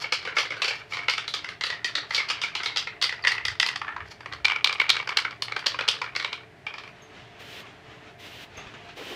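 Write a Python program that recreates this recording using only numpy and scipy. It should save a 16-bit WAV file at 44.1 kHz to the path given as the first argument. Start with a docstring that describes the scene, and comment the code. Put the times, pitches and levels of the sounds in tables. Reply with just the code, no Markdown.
"""A can rattles on a paved terrace as it is shaken: a mixing ball knocks its ends, chatters and stirs paint.
Then three short bursts of noise hiss from the nozzle and drum on a hollow paper model.
Knocks are short impulse trains ringing damped modes; bird notes and hum are sines; town rumble and
footfalls are shaped noise. Short noise tails give the answer of the terrace."""
import sys
import numpy as np
from scipy import signal
from scipy.fft import rfft, irfft, next_fast_len
from scipy.io import wavfile
from scipy.ndimage import map_coordinates

SR = 44100
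rng = np.random.default_rng(int(sys.argv[2]) if len(sys.argv) > 2 else 0)


def persist_wave(psi):
    """Save psi, clipped to +-1, as 16-bit WAV."""
    counts = np.round(np.clip(psi, -1, 1) * 32767).astype(np.int16)
    wavfile.write(sys.argv[1], SR, np.atleast_2d(counts).T)


N = 403515


def amp(db):
    """Gain of a level in dB."""
    return 10 ** (np.asarray(db) / 20)


def unit(x):
    """x at rms 1."""
    return x / np.sqrt(np.mean(x ** 2) + 1e-20)


def along(points, hz):
    """Values of (f/Hz, value) points, read on a log frequency axis."""
    f, v = np.transpose(points)
    return np.interp(np.log(hz + 1), np.log(f + 1), v)


def wobble(knots_hz):
    """Smooth random curve through normal knots."""
    knots = rng.standard_normal(int(N * knots_hz / SR) + 4)
    return map_coordinates(knots, [np.arange(N) * knots_hz / SR])


def filtered(x, response):
    """x times a complex response of frequency."""
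    m = next_fast_len(N + SR // 2)
    return irfft(rfft(x, m) * response(np.fft.rfftfreq(m, 1 / SR)), m)[..., :N]


def resonance(f, center_hz, width_hz):
    """Band-pass mode, squared for steep skirts and a focused ring."""
    return (1j * f * width_hz / (center_hz ** 2 - f * f + 1j * f * width_hz)) ** 2


def ringing(train, modes):
    """One impulse train rings all modes."""
    center_hz, width_hz, db = np.transpose(modes)[..., None]
    return filtered(train, lambda f: amp(db) * resonance(f, center_hz, width_hz)).sum(0)


def rush(spectrum):
    """Noise of rms 1 with the given spectrum."""
    return unit(filtered(rng.standard_normal(N), lambda hz: amp(along(spectrum, hz))))


def gate(start_s, stop_s, edge_s, tail_s=None):
    """Open from start to stop with soft edges; the close may be slower."""
    t = np.arange(N) / SR
    ramp = np.minimum((t - start_s) / edge_s, (stop_s - t) / (tail_s or edge_s))
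    return np.clip(ramp + .5, 0, 1) ** 2


# rumble and leaves, relative spectrum: f/Hz, level/dB per Hz
GARDEN = [(22, -15.5), (123, -1), (301, -16.5), (405, -5), (489, -22), (591, -7.5), (1230, -19.5),
          (1790, -13), (16000, -52.5)]
# hum partials: f/Hz, level/dB
HUM = [(115, -62), (300, -62.5), (440, -61.5), (699, -61.5)]
# dull thumps of passing feet: t/s, level/dB
STEPS = [(3.47, -44), (4.013, -51), (4.37, -48.5)]


def garden():
    """Shaped noise for rumble and leaves, wavering sines for hum, bass noise swells for feet."""
    t = np.arange(N) / SR
    hum = sum(amp(db + 4.1 * wobble(12)) * np.sin(2 * np.pi * hz * t) for hz, db in HUM)
    steps = sum(amp(db) * np.exp(-((t - s - .02) / 0.1) ** 2) for s, db in STEPS)
    thud = rush([(20, -63), (60, -1), (120, -3.5), (220, -48), (400, -120)])
    return amp(-51.5 + 0.29 * wobble(3.6)) * rush(GARDEN) + hum + steps * thud


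# decay of the terrace: f/Hz, t60/s
TERRACE = [(400, 0.053), (3000, 0.26), (12000, 0.15)]
WANDER_RAD, WANDER_HZ = 1.6, 170  # phase wander of the echo: depth, knot rate


def terrace(x, part_s=0.15):
    """Paving, wall and posts answer with decaying noise, redrawn each part; random phase makes it diffuse."""
    out, size = np.zeros(N + SR), round(part_s * SR)
    for start in range(0, N, size):
        hz, t, z = signal.stft(rng.standard_normal(SR // 3), SR, nperseg=128)
        decay = amp(-60 * t / along(TERRACE, hz)[:, None])
        tail = signal.istft(z * decay, SR, nperseg=128)[1]
        wet = signal.fftconvolve(x[start:start + size], tail / np.linalg.norm(tail))
        out[start + 90:][:len(wet)] += wet  # 2 ms pre-delay
    analytic = signal.hilbert(out[:N], next_fast_len(N))[:N]
    return np.real(analytic * np.exp(1j * WANDER_RAD * wobble(WANDER_HZ)))


# chirps: t/s, f/Hz, level/dB
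CHIRPS = [(7.02, 6400, -51), (8.57, 6380, -42)]


def bird():
    """Thin chirps: a sine with jittered phase and a weak octave, quick onset, drawn-out decay."""
    out, t = np.zeros(N + SR), np.arange(SR // 4) / SR
    for s, hz, db in CHIRPS:
        phase = 2 * np.pi * hz * t + np.cumsum(rng.normal(0, 0.048, len(t)))
        swell = amp(db - 60 * t / 0.16) * (1 - np.exp(-t / 0.0014))
        octave = amp(-18 - 60 * t / 0.17) * np.sin(2 * phase)
        out[round(s * SR):][:len(t)] += swell * (np.sin(phase) + octave)
    return out[:N]


# points of one swooping bird note: t/s, f/Hz, level/dB
TWITTER = [(3.225, 4900, -41), (3.243, 4100, -37), (3.256, 4630, -44)]


def twitter():
    """One thin sine that swoops down and up again."""
    s, hz, db = np.transpose(TWITTER)
    t = np.arange(N) / SR
    phase = 2 * np.pi * np.cumsum(np.interp(t, s, hz)) / SR
    return amp(np.interp(t, s, db, -200, -200)) * np.sin(phase)


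# small ticks of can and feet: t/s, level before the scuff filter/dB
TICKS = [(8.5765, -32.5), (8.669, -36), (8.739, -34.5), (8.888, -34.5)]
# clothes and feet shifting: from t/s, to t/s, level before the scuff filter/dB
RUSTLE = [(6.896, 8.16, -46.5), (8.38, 8.96, -42.5)]


def ticks():
    """Decaying noise clicks over an uneven noise rustle, both dulled by one filter."""
    clicks, t = np.zeros(N + SR), np.arange(SR // 10) / SR
    for s, db in TICKS:
        clicks[round(s * SR):][:len(t)] += amp(db - 60 * t / 0.12) * rng.standard_normal(len(t))
    swell = sum(amp(db) * gate(start, stop, 0.15) for start, stop, db in RUSTLE)
    rustle = swell * amp(3.0 * wobble(12)) * rng.standard_normal(N)
    scuff = [(150, 5.5), (450, 1), (2800, 0.5), (7000, -20.0), (16000, -62)]
    return filtered(clicks[:N] + rustle, lambda hz: amp(along(scuff, hz)))


# bursts: from t/s, to t/s, hiss level/dB, splash level/dB
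SPRAY = [(7.392, 7.63, -44, -58), (8.187, 8.46, -45, -57.5), (8.962, 9.3, -41, -43)]
# nozzle, relative spectrum: f/Hz, level/dB per Hz
HISS = [(1180, -15.5), (2000, -9), (3100, -7), (4300, -15), (9840, -33.5), (15500, -31)]
# paint drumming on the paper shell, relative spectrum: f/Hz, level/dB per Hz
SPLASH = [(120, -51), (200, -12), (437, -0.5), (542, -6), (6000, -30), (13200, -120)]


def spray():
    """Nozzle hiss and paint drumming on the paper shell: two gated, fluctuating noises."""
    hiss = rush(HISS) * amp(2.0 * wobble(23))
    splash = rush(SPLASH) * amp(2.5 * wobble(40))
    out = 0
    for start, stop, hiss_db, splash_db in SPRAY:
        burst = amp(hiss_db) * hiss + amp(splash_db) * splash
        out = out + gate(start, stop, 0.029, tail_s=0.05) * burst
    return out


# ball rolling through the paint: from t/s, to t/s, level/dB
CHATTER = [(0, 0.027, -25.5), (0.368, 0.46, -37), (0.627, 0.823, -46.5), (0.9, 0.988, -37),
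           (2.101, 2.197, -34.5), (4.068, 4.14, -42)]


def chatter(per_s=1500, spread_db=5):
    """Dense tiny contacts of uneven size ring the modes of the can."""
    grains = (rng.random(N) < per_s / SR) * rng.standard_normal(N) * amp(spread_db * wobble(60))
    can = ringing(grains, CLACK) + amp(4) * ringing(grains, WALL) + amp(3) * ringing(grains, BODY)
    return sum(amp(db) * gate(start, stop, 0.079) for start, stop, db in CHATTER) * unit(can)


# blows of the ball: t/s, strength level/dB, hardness/dB
BLOWS = [(0.041, -20, -23), (0.123, -6, -5.5), (0.251, -17.5, -13), (0.274, -15, -17.5), (0.367, -6.5, -16),
         (0.384, -7.5, -7.5), (0.505, -16.5, -15), (0.52, -23, -11.5), (0.567, -25, -11), (0.619, -7, -9),
         (0.645, -10.5, -6), (0.68, -18, -1), (0.707, -13, -17.5), (0.922, -24, -23), (0.934, -19.5, -10),
         (0.969, -15, -11.5), (0.99, -22, -22), (1.032, -30, -11), (1.083, -2, -17), (1.096, -19, 3),
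         (1.135, -19, -7), (1.18, -9, -11), (1.279, -19.5, -2.5), (1.339, -11.5, -6), (1.444, -20.5, -10.5),
         (1.488, -20.5, -7), (1.61, -12, -8.5), (1.637, -11.5, -6), (1.667, -17.5, -8.5),
         (1.702, -14.5, -11.5), (1.725, -22, -20), (1.845, -9.5, -5.5), (1.953, -11.5, -7),
         (1.979, -21, -17.5), (2.107, -13.5, -15), (2.147, -14.5, -2.5), (2.179, -11.5, -11.5),
         (2.201, -22, -19), (2.287, -23, 0), (2.3, -10.5, -11), (2.416, -15.5, -6.5), (2.436, -13.5, -13),
         (2.552, -16, -4), (2.601, -18, -15), (2.633, -15, -6.5), (2.659, -11.5, -11), (2.761, -12, -9.5),
         (2.771, -16.5, 1.5), (2.872, -15.5, -18.5), (3.015, -14.5, -6), (3.024, -6, -5), (3.04, -10, -7),
         (3.092, -13, -11.5), (3.124, -17.5, -11.5), (3.239, -16.5, -14), (3.249, -7, -18),
         (3.271, -0.5, -15.5), (3.279, -9, -5.5), (3.318, -5, -11.5), (3.38, -15, -18), (3.452, -6.5, -8),
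         (3.482, -11, -7), (3.599, -1, -9), (3.628, -1.5, -13.5), (3.663, -7, -8), (3.687, -8.5, -9.5),
         (3.759, -12.5, -10), (3.816, -16, -17.5), (3.881, -26, -34), (3.889, -23, -24), (3.943, -39, -15),
         (3.964, -21, -19), (4.005, -31, -30), (4.206, -29.5, -9), (4.259, -19, -16.5), (4.324, -23, -9),
         (4.334, -23.5, -7), (4.446, -2.5, -17), (4.452, -1, -12), (4.482, -6.5, -15.5), (4.498, -9, -19),
         (4.509, -11, -19.5), (4.518, -9, -16.5), (4.56, -11, -17.5), (4.644, 1, -12), (4.672, -3, -15.5),
         (4.694, -7, -15), (4.727, -12, -8), (4.755, -21.5, -24), (4.799, -1, -20.5), (4.815, -3, -20.5),
         (4.893, 0, -9.5), (4.901, 2.5, -10), (4.966, -9.5, -12), (4.999, -13, -24.5), (5.027, -28, -11),
         (5.074, -12.5, -13.5), (5.091, -6.5, -14.5), (5.124, -21, -17), (5.171, 0.5, -9),
         (5.186, -10, -12.5), (5.25, -11, -20.5), (5.309, -30.5, -2.5), (5.422, -16, -0.5),
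         (5.481, -20.5, -13), (5.521, -12, -17), (5.564, -7, -17), (5.592, -32, 1.5), (5.661, -18.5, 0.5),
         (5.666, -6, -3), (5.744, -20.5, -20), (5.789, -8, -16.5), (5.809, -10.5, -15), (5.879, -11, -8.5),
         (5.886, -6, -3), (6.016, -8, -16), (6.041, -19, -13), (6.151, -21, -13), (6.162, -6.5, -9.5),
         (6.198, -13.5, -10.5), (6.226, -25, -7), (6.246, -8, -14), (6.329, -14, -12.5),
         (6.666, -18, -14.5), (6.739, -25.5, -11), (6.782, -21, -12), (6.836, -33, -7.5),
         (6.876, -34.5, -9)]
BOUNCE_FROM_S, BOUNCE_TO_S = .012, .11  # span after each blow
BOUNCE_DB, BOUNCE_FALL_DB, BOUNCE_DULL_DB = -15, 12, 1  # first level, fall over the span, lost hardness


def contacts(count=4):
    """Every blow, and after each a few weaker, duller knocks at chance moments."""
    s, db, hard_db = np.transpose(BLOWS)[..., None]
    when, size = rng.random((len(s), 2, count)).transpose(1, 0, 2)
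    bounce_s = s + BOUNCE_FROM_S + when * (BOUNCE_TO_S - BOUNCE_FROM_S)
    bounce_db = db + BOUNCE_DB - BOUNCE_FALL_DB * when - 8 * size
    bounce_hard_db = np.repeat(hard_db - BOUNCE_DULL_DB, count, axis=1)
    pairs = (s, bounce_s), (db, bounce_db), (hard_db, bounce_hard_db)
    return [np.hstack(pair).ravel() for pair in pairs]


FIRST_DB = -2  # first touch relative to the full contact
SOFT_HZ = 5360  # the film of paint on the ball dulls the ring above
TREBLE_HZ = 6000  # modes above ring from the skid, without the film


def struck(s, smear_db, modes, levels_db, detune, skid_s, skid_db, films=2, pitch=1, count=11, size=3072):
    """First touch, full contact and weaker skid ring each mode at a new strength and pitch per knock."""
    order, f = np.arange(count), np.fft.rfftfreq(size, 1 / SR)
    moment, fade, sign = rng.random((3, len(s), count))
    luck, tune = rng.random((2, len(modes), len(s))) - .5

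    touch_s = order * (0.001636 + .0012 * moment)
    late_s = np.where(order > 1, .003 + skid_s * moment ** 1.5, touch_s)
    fall_db = skid_db + smear_db[:, None] - 12 * late_s / skid_s - 13 * fade
    tap_db = np.where(order > 1, fall_db, FIRST_DB * (1 - order))
    taps = np.where(order > 1, np.sign(sign - .5), 1) * amp(tap_db)
    where = (np.arange(len(s))[:, None] * size + np.round(late_s * SR).astype(int)).ravel()

    def train(x):
        """Spectra of the impulse trains, one row per knock."""
        return rfft(np.bincount(where, x.ravel(), len(s) * size).reshape(-1, size))

    film = 1 / (1 + 1.2j * f / SOFT_HZ - (f / SOFT_HZ) ** 2)
    whole = film ** films * train(taps)
    skid = train(taps * amp(-14 * (order < 2)))
    rung = 0
    for (hz, width_hz, _), level_db, one, shift in zip(modes, levels_db, luck, tune):
        center_hz = (hz * pitch * (1 + 2 * detune * shift))[:, None]
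        push = amp(level_db + 6 * one)[:, None] * (skid if hz > TREBLE_HZ else whole)
        rung = rung + push * resonance(f, center_hz, width_hz)
    at = np.round(s * SR).astype(int)[:, None] + np.arange(size)
    return np.bincount(at.ravel(), irfft(rung, size).ravel(), N)[:N]


# body modes: f/Hz, width before squaring/Hz, level/dB
BODY = [(538, 267, -6.5), (964, 250, -0.5), (1282, 530, 4), (1690, 730, 0)]
BODY_DB, BODY_GROWS, BODY_SOFT = 10, 0.54, 0.14  # drive/dB, growth per dB strength, loss per dB hardness
DETUNE = 0.12  # each knock draws its clack and body pitches at random within this share


def body(s, strength_db, hard_db, grip_db, thump_db, smear_db):
    """Low knock of the can body with a short skid; the lowest mode thumps."""
    drive_db = BODY_DB + BODY_GROWS * strength_db - BODY_SOFT * hard_db - 0.75 * grip_db
    levels_db = [drive_db + db for _, _, db in BODY]
    levels_db[0] = levels_db[0] + thump_db
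    return struck(s, smear_db, BODY, levels_db, DETUNE, skid_s=.012, skid_db=-13)


# wall modes: f/Hz, width before squaring/Hz, level/dB; GRIP moves the pitch
WALL = [(2300, 240, 6), (2750, 600, -4)]
WALL_DB, WALL_GROWS, WALL_SOFT = 8, 0.76, 0.42  # drive/dB, growth per dB strength, loss per dB hardness
WALL_DETUNE = .025  # smaller random share: the wall keeps its pitch better


def wall(s, strength_db, hard_db, wall_hz, grip_db, smear_db):
    """Narrow ring of the wall with a short skid, its pitch following the hold of the can."""
    drive_db = WALL_DB + WALL_GROWS * strength_db - WALL_SOFT * hard_db + grip_db
    levels_db = [drive_db + db for _, _, db in WALL]
    pitch = wall_hz / WALL[0][0]
    return struck(s, smear_db, WALL, levels_db, WALL_DETUNE, skid_s=.012, skid_db=-14, pitch=pitch)


# clack modes: f/Hz, width before squaring/Hz, level/dB
CLACK = [(3330, 1720, 3.5), (4285, 990, 3.5), (4950, 660, -8), (8920, 3800, -20), (15200, 23000, -28)]
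CLACK_DB = 23  # drive before strength and hardness
BRIGHTER = 0.64  # tilt to upper modes, dB per dB of hardness and log step of pitch
TREBLE_GROWS, TREBLE_SMEAR = 0.04, 1  # treble: extra growth per dB of drive, loss per dB of smear


def clack(s, strength_db, hard_db, smear_db):
    """Hard, broad clack with the longest skid; harder blows favour its upper modes."""
    drive_db = CLACK_DB + strength_db + hard_db
    levels_db = []
    for hz, _, mode_db in CLACK:
        tilt_db = BRIGHTER * hard_db * np.log(np.minimum(hz, TREBLE_HZ) / CLACK[0][0])
        level_db = drive_db + mode_db + tilt_db
        if hz > TREBLE_HZ:
            level_db = level_db + TREBLE_GROWS * drive_db - TREBLE_SMEAR * smear_db
        levels_db.append(level_db)
    return struck(s, smear_db, CLACK, levels_db, DETUNE, skid_s=.04, skid_db=-6, films=1)


# hold and tilt of the can, paint lying here or there:
# t/s, wall f/Hz, wall-over-body level/dB, low thump level/dB, skid and echo level (smear)/dB
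GRIP = [(0.599, 2260, 3.5, 8.5, 3.5), (1.2, 2276, 6, 0.5, 1), (1.72, 1920, 6, 6, 2.5),
        (2.0, 1914, 4, 3, 2.5), (2.3, 2370, 5.5, 1, 5), (2.9, 1963, 5, 3.5, 1), (3.7, 2006, 7, -2.5, -3.5),
        (3.85, 1670, -2, -13, -4), (4.3, 1920, 0, 2.5, -1), (4.45, 2348, 5.5, -2, -6.5),
        (5.5, 2190, 1.5, 2.5, -3), (5.8, 2450, 0.5, 5.5, -1), (6.2, 2230, 5.5, 3.5, -2.5),
        (6.8, 2455, 6, 2, 1)]


def blows():
    """The ball hits the can: clack, wall and body ring from the same contacts, coloured by the grip."""
    s, strength_db, hard_db = contacts()
    grip_s, *hold = np.transpose(GRIP)
    wall_hz, grip_db, thump_db, smear_db = (np.interp(s, grip_s, column) for column in hold)
    return (clack(s, strength_db, hard_db, smear_db),
            wall(s, strength_db, hard_db, wall_hz, grip_db, smear_db),
            body(s, strength_db, hard_db, grip_db, thump_db, smear_db))


def scene():
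    """Can, ticks and bird with the terrace's answer, plus dry spray and garden."""
    clacks, walls, bodies = blows()
    bright = clacks + chatter() + ticks() + bird() + twitter()
    grip_s, *_, smear_db = np.transpose(GRIP)
    smear = amp(np.interp(np.arange(N) / SR, grip_s, smear_db))
    echo = terrace(smear * (amp(-4.0) * bright + amp(-4) * walls + amp(-2) * bodies))
    return (bright + walls + bodies + echo + spray() + garden())[None]


CEILING = 1  # peaks are squeezed towards this
LOW_HZ, TOP_HZ = 41.6, 15600  # bass corner, band limit


def record(dry):
    """Tall peaks are softly squeezed below full scale; deepest bass is thinned, top cut at the band limit."""
    soft = dry / (1 + np.abs(dry / CEILING) ** 4) ** .25
    return filtered(soft, lambda hz: (hz < TOP_HZ) * (1j * hz / (LOW_HZ + 1j * hz)) ** 2)


dry = scene()
out = record(dry)
persist_wave(out)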